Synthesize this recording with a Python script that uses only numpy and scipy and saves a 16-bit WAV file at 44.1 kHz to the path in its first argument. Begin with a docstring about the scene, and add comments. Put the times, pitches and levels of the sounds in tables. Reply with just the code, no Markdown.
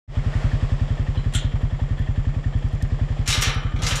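"""Outdoors, a single-cylinder engine idles close by, about eleven exhaust thumps a second with the
valve gear clattering in step. Early on, arms brush through long grass. At 1.3 s a snap latch clacks,
then links tick in the fingers as a chain is unhooked from a steel tube gate. From 3.3 s the loose chain
drops and rattles against the ringing tubes in two bursts; under the second, the swinging gate bumps
in its hinges."""
import sys
import numpy as np
from scipy import signal
from scipy.fft import rfft, irfft
from scipy.io import wavfile

SR = 44100
rng = np.random.default_rng(int(sys.argv[2]) if len(sys.argv) > 2 else 0)


def inscribe(sig):
    """Save sig as 16-bit PCM at rate SR to the path in sys.argv[1].

    A 1-D sig is mono; a 2-D sig holds one channel per row.
    Samples are clipped to [-1, 1] before scaling.
    """
    pcm = np.round(np.clip(np.atleast_2d(sig).T, -1, 1) * 32767)
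    wavfile.write(sys.argv[1], SR, pcm.astype(np.int16))


N = 176400

# The chain strikes the gate. Each row: start in seconds, level in dB, treble tilt in dB per octave,
# rattle decay in seconds, rattle level in dB against the blow.
CHAIN_HITS = [(3.259, -39.5, -1.5, 0.018, 5.5), (3.2763, -21.5, 3.5, 0.021, -5),
              (3.2823, -28, 0.5, 0.013, 0), (3.3027, -21.5, 2.5, 0.026, -0.5),
              (3.3267, -24, -0.5, .025, -27), (3.345, -29, -3, 0.035, -0.5),
              (3.412, -31.5, 14.5, .008, -12), (3.4214, -19.5, -1, 0.0041, -6),
              (3.447, -26, -2.5, 0.014, -3.5), (3.495, -30, -6, 0.017, -5), (3.7622, -43, -6.5, 0.056, 6.5),
              (3.82, -32.5, 2.5, .008, -11), (3.8255, -30, -8.5, 0.0032, -6), (3.8345, -29, 1, 0.017, -2.5),
              (3.8659, -21, .5, 0.024, -11), (3.885, -34, 8, .02, 2), (3.909, -25, -3, 0.043, -3),
              (3.9557, -27.5, 7, 0.01, -10)]
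# Tone of the struck gate. Each row: frequency in Hz, relative level in dB.
GATE_TONE = [(210, -1), (350, -20), (481, -5.5), (692, -16), (749, -6.5), (951, -9.5), (1190, -4.5),
             (1460, -5.5), (2170, -2), (2580, -1), (3840, -1), (4790, -5), (6790, -3), (11800, -22),
             (15500, -36)]
# Tail of the tube's crowded modes. Each row: frequency in Hz, time to fall 60 dB (t60) in seconds.
GATE_TAIL = [(500, 0.39), (1400, 1), (2400, 0.52), (4000, 0.47), (7000, 0.19), (10000, 0.22), (14000, 0.2)]
# The tube's clearest modes. Each row: pitch in Hz, relative level in dB, t60 in seconds.
GATE_PARTIALS = [(1216, -9.5, 1.2), (1320, -9.5, 1), (1533, -13, 1), (1716, -8, 0.6), (2083, 1, 0.24),
                 (2400, -22, 0.24), (2970, -18, 0.36), (3014, -9, 0.94), (3500, -23, .3), (3600, -12, .25),
                 (5000, -21, 0.16), (5800, -8, 0.36), (5640, -4, 0.41), (9351, -17.5, .35)]
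# The snap latch clacks. Each row: start in seconds, level in dB, treble tilt in dB per octave,
# rattle decay in seconds, rattle level in dB against the blow.
LATCH_HITS = [(1.3255, -43.5, -2, 0.01188, -4), (1.337, -44.5, 3, 0.011, 13.5),
              (1.3483, -25, 0.5, .005, -26), (1.353, -37, 21, 0.011, -6), (1.385, -37, -2, 0.034, -3.5)]
# Tone of the latch. Each row: frequency in Hz, relative level in dB.
LATCH_TONE = [(410, -46), (700, -2), (884, -22), (1120, -8), (1250, -22), (1390, 3), (1600, -5.5),
              (2340, -7), (2530, -9.5), (3320, 2.5), (4830, -19), (7400, -6), (9350, -15.5), (14300, -35),
              (15500, -49)]
# Tail of the latch's crowded modes. Each row: frequency in Hz, t60 in seconds.
LATCH_TAIL = [(1000, 0.23), (3300, 0.39), (5000, 0.26), (7400, .18), (9400, 0.07), (13000, 0.048)]
# The latch's clearest modes. Each row: pitch in Hz, relative level in dB, t60 in seconds.
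LATCH_PARTIALS = [(1462, -8.5, 1), (1418, -7, 0.32), (1730, -8, 0.27), (2958.8, -21, 0.27), (3120, 1, 0.49),
                  (4100, -3, .3), (6970, -2, .18), (7612, 0, 0.11), (8940, -15, .2)]
# Single links and the latch ring hang free and ring out.
# Each row: start in seconds, level in dB, pitch in Hz, t60 in seconds.
LINK_CHIMES = [(1.174, -44.5, 4020, 0.23), (1.172, -39, 3080, .15), (1.3483, -36.5, 9380, 0.12),
               (1.352, -40, 3330, 0.56), (3.2777, -31, 9300, 0.12), (3.3268, -20.5, 3855, 0.17),
               (3.4214, -29.5, 5790, 0.42), (3.4217, -34, 3105, 0.9), (3.42, -26, 8160, 0.061),
               (3.4214, -28, 11900, 0.075), (3.7622, -36.5, 2300, 0.12), (3.956, -30.5, 7100, 0.21)]
# Links tick in the fingers. Each row: start in seconds, level in dB, pitch in Hz.
FINGER_TICKS = [(1.62, -65, 10000), (1.992, -59.5, 9500), (2.587, -60, 9800), (2.686, -58, 8500),
                (2.729, -62, 9000), (2.75, -55, 6944), (2.8244, -44, 8800), (2.875, -67, 10500),
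                (3.546, -50, 10000), (3.635, -63, 10400)]
# The gate bumps in its hinges. Each row: start in seconds, level in dB.
HINGE_BUMPS = [(3.754, -26), (3.785, -29), (3.824, -32), (3.87, -26.5), (3.954, -28)]
# Idle speed. Each row: time in seconds, firings per second.
IDLE_SPEED = [(0.21, 10.865), (0.48, 11.241), (0.58, 10.59), (0.86, 10.834), (1.12, 11.436), (1.21, 11.373),
              (1.4, 10.547), (1.49, 10.857), (1.58, 10.65), (2.13, 11.257), (2.32, 10.445), (2.68, 11.126),
              (2.78, 10.472), (3.14, 11.32), (3.23, 10.939), (3.42, 10.642), (3.6, 11.422), (3.78, 10.78),
              (3.87, 11.126)]
# Silencer resonances. Each row: pitch in Hz, level in dB, t60 in seconds.
SILENCER_MODES = [(35.4, -8.5, 0.19), (41.03, -2, 0.063), (105.5, -4, 0.061), (135.65, -5, 0.065),
                  (143.6, -13, 0.215), (251.9, -21, 0.086)]
# Exhaust loudness as the listener turns. 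Each row: time in seconds, gain in dB.
EXHAUST_RIDE = [(.2, 0.5), (.6, 1.5), (1.5, 0.5), (3.2, -0.5), (3.6, -2.5), (4, 0)]
# Valve-gear knocks. Each row: position as a share of the engine cycle, centre in Hz, width in Hz,
# decay in seconds, level in dB.
VALVE_KNOCKS = [(.74, 610, 440, 0.014, -38.5), (0.835, 1800, 160, .02, -42.5),
                (0.26, 1965, 450, 0.028, -49.5), (.82, 2800, 860, 0.0078, -47),
                (0.72, 3270, 320, 0.084, -54), (0.21, 870, 910, .015, -41.5),
                (0.13, 430, 120, 0.023, -46.5), (0.87, 2800, 1400, 0.0018, -62)]
# Tone of the engine's running noise. Each row: frequency in Hz, relative level in dB.
WHIRR_TONE = [(330, -1), (440, -1), (580, 1.5), (950, -7), (1150, -4), (1530, -11), (1800, -7.5),
              (2100, -10), (3300, -14), (4000, -19), (5300, -20), (6400, -26), (7600, -24.5), (9000, -36.5),
              (15000, -57.5)]
# Loudness of that whirr, early and late. 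Each row: time in seconds, relative level in dB.
WHIRR_RIDE_EARLY = [(0.15, -36.5), (0.202, -39.5), (0.416, -35), (1.15, -40.5)]
WHIRR_RIDE_LATE = [(1.6, -42.5), (2.1, -43), (2.7, -42.5), (3.2, -40.5), (4, -47)]
# Tone of the grass rustle. Each row: frequency in Hz, relative level in dB.
GRASS_TONE = [(700, -1), (1400, 4.5), (3000, -9.5), (6000, -16.5), (10000, -27.5), (15000, -46)]


def undb(db):
    """Decibels to gain."""
    return 10 ** (np.asarray(db) / 20)


def fade(t, t60):
    """A tail that falls 60 dB in t60 seconds."""
    return undb(-60 * t / t60)


def on_log(hz, table):
    """Read a table along a logarithmic frequency axis."""
    points_hz, values = np.array(table, float).T
    return np.interp(np.log(hz + 1e-3), np.log(points_hz), values)


def noise(gain, size=N):
    """Noise of rms 1 whose spectrum follows gain(Hz)."""
    hz = np.arange(size // 2 + 1) * SR / size + 1e-3
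    shaped = irfft(rfft(rng.standard_normal(size)) * gain(hz), size)
    return shaped / np.sqrt(np.mean(shaped ** 2))


def peak(hz, width):
    """A resonance with steep skirts."""
    return lambda f: 1 / (1 + ((f - hz * hz / f) / (1.36 * width)) ** 2)


def colour(table):
    """Gain from (Hz, dB) points, rolling off around and below the first."""
    return lambda f: undb(on_log(f, table)) / np.sqrt(1 + (table[0][0] / f) ** 8)


def add(out, start_s, x):
    """Mix a sound in at a moment."""
    i = int(start_s * SR)
    out[i:i + len(x)] += x[:max(len(out) - i, 0)]


def struck_steel(hits, tone, tail, partials, ring_db, crack_db, jingle_db=-1, crack_s=0.00089):
    """Each blow, and each bounce after it, sets off a crack, crowded modes, clear modes and a jingle."""
    size = 32768
    t, f = np.arange(size) / SR, np.arange(size // 2 + 1) * SR / size
    edges_hz = np.geomspace(200, 17000, 17)
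    bands = [((f >= lo) & (f < hi), fade(t, on_log(np.sqrt(lo * hi), tail)))
             for lo, hi in zip(edges_hz, edges_hz[1:])]
    mode_hz = np.array(partials)[:, 0]
    mode_fades = np.array([undb(db + ring_db) * fade(t, t60) for _, db, t60 in partials])
    out = np.zeros(N)
    for start, db, tilt_db, rattle_s, rattle_db in hits:
        tilt = lambda hz: undb(tilt_db * np.log2(np.maximum(hz, 500) / 3500))
        gain = lambda hz: colour(tone)(hz) * tilt(hz)
        spectrum = rfft(noise(gain, size))
        crowd = sum(irfft(spectrum * band) * envelope for band, envelope in bands)
        # the chain's weight detunes the clear modes
        loaded_hz = mode_hz * (1 + .012 * rng.standard_normal(len(partials)))
        mode_gain = rng.choice([-1, 1], len(partials)) * tilt(mode_hz)
        ring = mode_gain @ (mode_fades * np.sin(2 * np.pi * loaded_hz[:, None] * t))
        body = (crowd + ring + undb(jingle_db) * jingle(t, gain)) / np.hypot(1, undb(jingle_db))
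        crack = undb(crack_db) * noise(gain, size) * np.exp(-t / crack_s)
        impacts = rattle(t, rattle_s, rattle_db)
        add(out, start, undb(db) * signal.fftconvolve(body + crack, impacts)[:size])
    return out


def jingle(t, gain, links=16, range_hz=(2195, 12720)):
    """A blow rings several links, each at its own pitch; the high ones die first."""
    hz = np.exp(rng.uniform(*np.log(range_hz), size=links))
    strength = gain(hz) * np.sqrt(hz) * rng.standard_normal(links)
    t60 = 0.075 * np.sqrt(5000 / hz[:, None])
    rings = np.sin(2 * np.pi * hz[:, None] * t) * fade(t, t60)
    return strength @ rings * np.sqrt(2 / np.sum(strength ** 2))


def rattle(t, decay_s, db, bounces_per_s=260):
    """One full blow, then a dying scatter of link bounces."""
    contacts = rng.random(len(t)) < bounces_per_s / SR
    bounces = contacts * rng.standard_normal(len(t)) * np.exp(-t / decay_s)
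    impacts = undb(db) * bounces / np.sqrt(np.sum(bounces ** 2) + 1e-6)
    impacts[0] = 1
    return impacts


def free_links(split_hz=52):
    """A bent link shimmers with four close modes that beat."""
    t, out = np.arange(SR // 2) / SR, np.zeros(N)
    for start, db, hz, t60 in LINK_CHIMES:
        cluster_hz = hz + split_hz * (np.linspace(-2, 2, 4) + rng.uniform(-.5, .5, 4))
        ring = rng.choice([-.5, .5], 4) @ np.sin(2 * np.pi * cluster_hz[:, None] * t)
        add(out, start, undb(db) * ring * fade(t, t60))
    return out


def finger_ticks(width_hz=910, decay_s=0.0033):
    """Small links touch, choked at once by the fingers."""
    t, out = np.arange(SR // 10) / SR, np.zeros(N)
    for start, db, hz in FINGER_TICKS:
        ping = noise(peak(hz, width_hz), len(t))
        overtone = undb(-8) * noise(peak(hz * 1.35, width_hz), len(t))
        body = undb(6) * noise(peak(hz=5500, width=2000), len(t))
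        add(out, start, undb(db) * (ping + overtone + body) * np.exp(-t / decay_s))
    return out


def gate_bumps(attack_s=0.0025, decay_s=0.043):
    """The heavy frame knocks dully in its hinges."""
    t, out = np.arange(SR // 3) / SR, np.zeros(N)
    envelope = np.exp(-t / decay_s) * (1 - np.exp(-t / attack_s))
    for start, db in HINGE_BUMPS:
        add(out, start, undb(db) * noise(peak(hz=110, width=65), len(t)) * envelope)
    return out


def engine(first_firing_s=.075):
    """A single cylinder hunts slightly around its idle speed, driving exhaust, whirr and valve gear."""
    t = np.arange(N) / SR
    cycle = np.cumsum(np.interp(t, *np.array(IDLE_SPEED).T)) / SR
    cycle -= np.interp(first_firing_s, t, cycle)
    firings = np.interp(np.arange(int(cycle[-1]) + 1), cycle, t)
    return exhaust(firings) + whirr(t, cycle) + valve_gear(cycle)


def exhaust(firings, puff_s=.0037, scatter_db=0.98):
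    """Each firing sends a soft puff of gas through the silencer, over a steady rumble."""
    t, out = np.arange(SR // 3) / SR, np.zeros(N)
    ring = sum((-1) ** k * undb(db) * fade(t, t60) * np.sin(2 * np.pi * hz * t)
               for k, (hz, db, t60) in enumerate(SILENCER_MODES))
    puff = np.sin(np.pi * np.minimum(t[:SR // 50] / puff_s, 1)) ** 2
    thump = signal.fftconvolve(ring, puff / puff.sum())
    for start in firings:
        level_db = np.interp(start, *np.array(EXHAUST_RIDE).T) + scatter_db * rng.standard_normal()
        add(out, start, thump * undb(level_db))
    rumble = undb(-39.5) * noise(peak(hz=84, width=116))
    return out + rumble


def valve_gear(cycle, attack_s=0.0019, scatter_db=2):
    """The valve gear knocks at set points of every cycle, never twice with quite the same force."""
    cycles_per_s, out = np.gradient(cycle) * SR, np.zeros(N)
    for share, hz, width, decay_s, db in VALVE_KNOCKS:
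        turn, phase = np.divmod(cycle - share + 2, 1)
        age_s = phase / cycles_per_s
        strength = undb(db + scatter_db * rng.standard_normal(64))[turn.astype(int)]
        envelope = np.exp(-age_s / decay_s) * (1 - np.exp(-age_s / attack_s))
        out += strength * envelope * noise(peak(hz, width))
    return out


def whirr(t, cycle, trim_db=-3, swing_db=1):
    """The engine's running noise swells once a cycle, with a narrow, steady hiss on top."""
    ride_db = np.interp(t, *np.vstack([WHIRR_RIDE_EARLY, WHIRR_RIDE_LATE]).T) + trim_db
    swell_db = swing_db * np.cos(2 * np.pi * (cycle - 0.025))
    running = noise(colour(WHIRR_TONE)) * undb(ride_db + swell_db)
    hiss = undb(-67.5) * noise(peak(hz=7170, width=250))
    return running + hiss


def grass(centre_s=0.4, spread_s=0.1):
    """Arms brush through long grass: one soft rustle that swells and fades."""
    t = np.arange(N) / SR
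    swell = np.exp(-((t - centre_s) / spread_s) ** 2 / 2)
    return undb(-43.5) * noise(colour(GRASS_TONE)) * swell


def air():
    """A thin, very faint hiss, separate in each ear."""
    band = peak(hz=12100, width=2500)
    return undb(-85.5) * np.array([noise(lambda f: band(f) ** 2) for _ in range(2)])


def scene(pan_db=0.8, side_delay_s=.005, side_copy_db=-25):
    """The metal sits a touch left, widened by a faint, slightly delayed copy of opposite sign in each ear; the
    engine holds the centre."""
    chain = struck_steel(CHAIN_HITS, GATE_TONE, GATE_TAIL, GATE_PARTIALS, ring_db=-9.5, crack_db=1.5)
    links = finger_ticks() + free_links()
    latch = struck_steel(LATCH_HITS, LATCH_TONE, LATCH_TAIL, LATCH_PARTIALS, ring_db=-14.5, crack_db=-7.5)
    metal = chain + links + latch
    sides, side_copy = np.array([[1], [-1]]), np.zeros(N)
    add(side_copy, side_delay_s, undb(side_copy_db) * metal)
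    stereo_metal = metal * undb(sides * pan_db / 2) + sides * side_copy
    return stereo_metal + air() + engine() + grass() + gate_bumps()


def record(dry, fade_in_s=(0.076, 0.18), top_hz=15500):
    """A quick fade-in and a steep cut of the very top."""
    fade_in = np.interp(np.arange(N) / SR, fade_in_s, (0, 1))
    low_pass = signal.ellip(10, .2, 80, top_hz, fs=SR, output="sos")
    return signal.sosfilt(low_pass, dry * fade_in)


dry = scene()
out = record(dry)
inscribe(out)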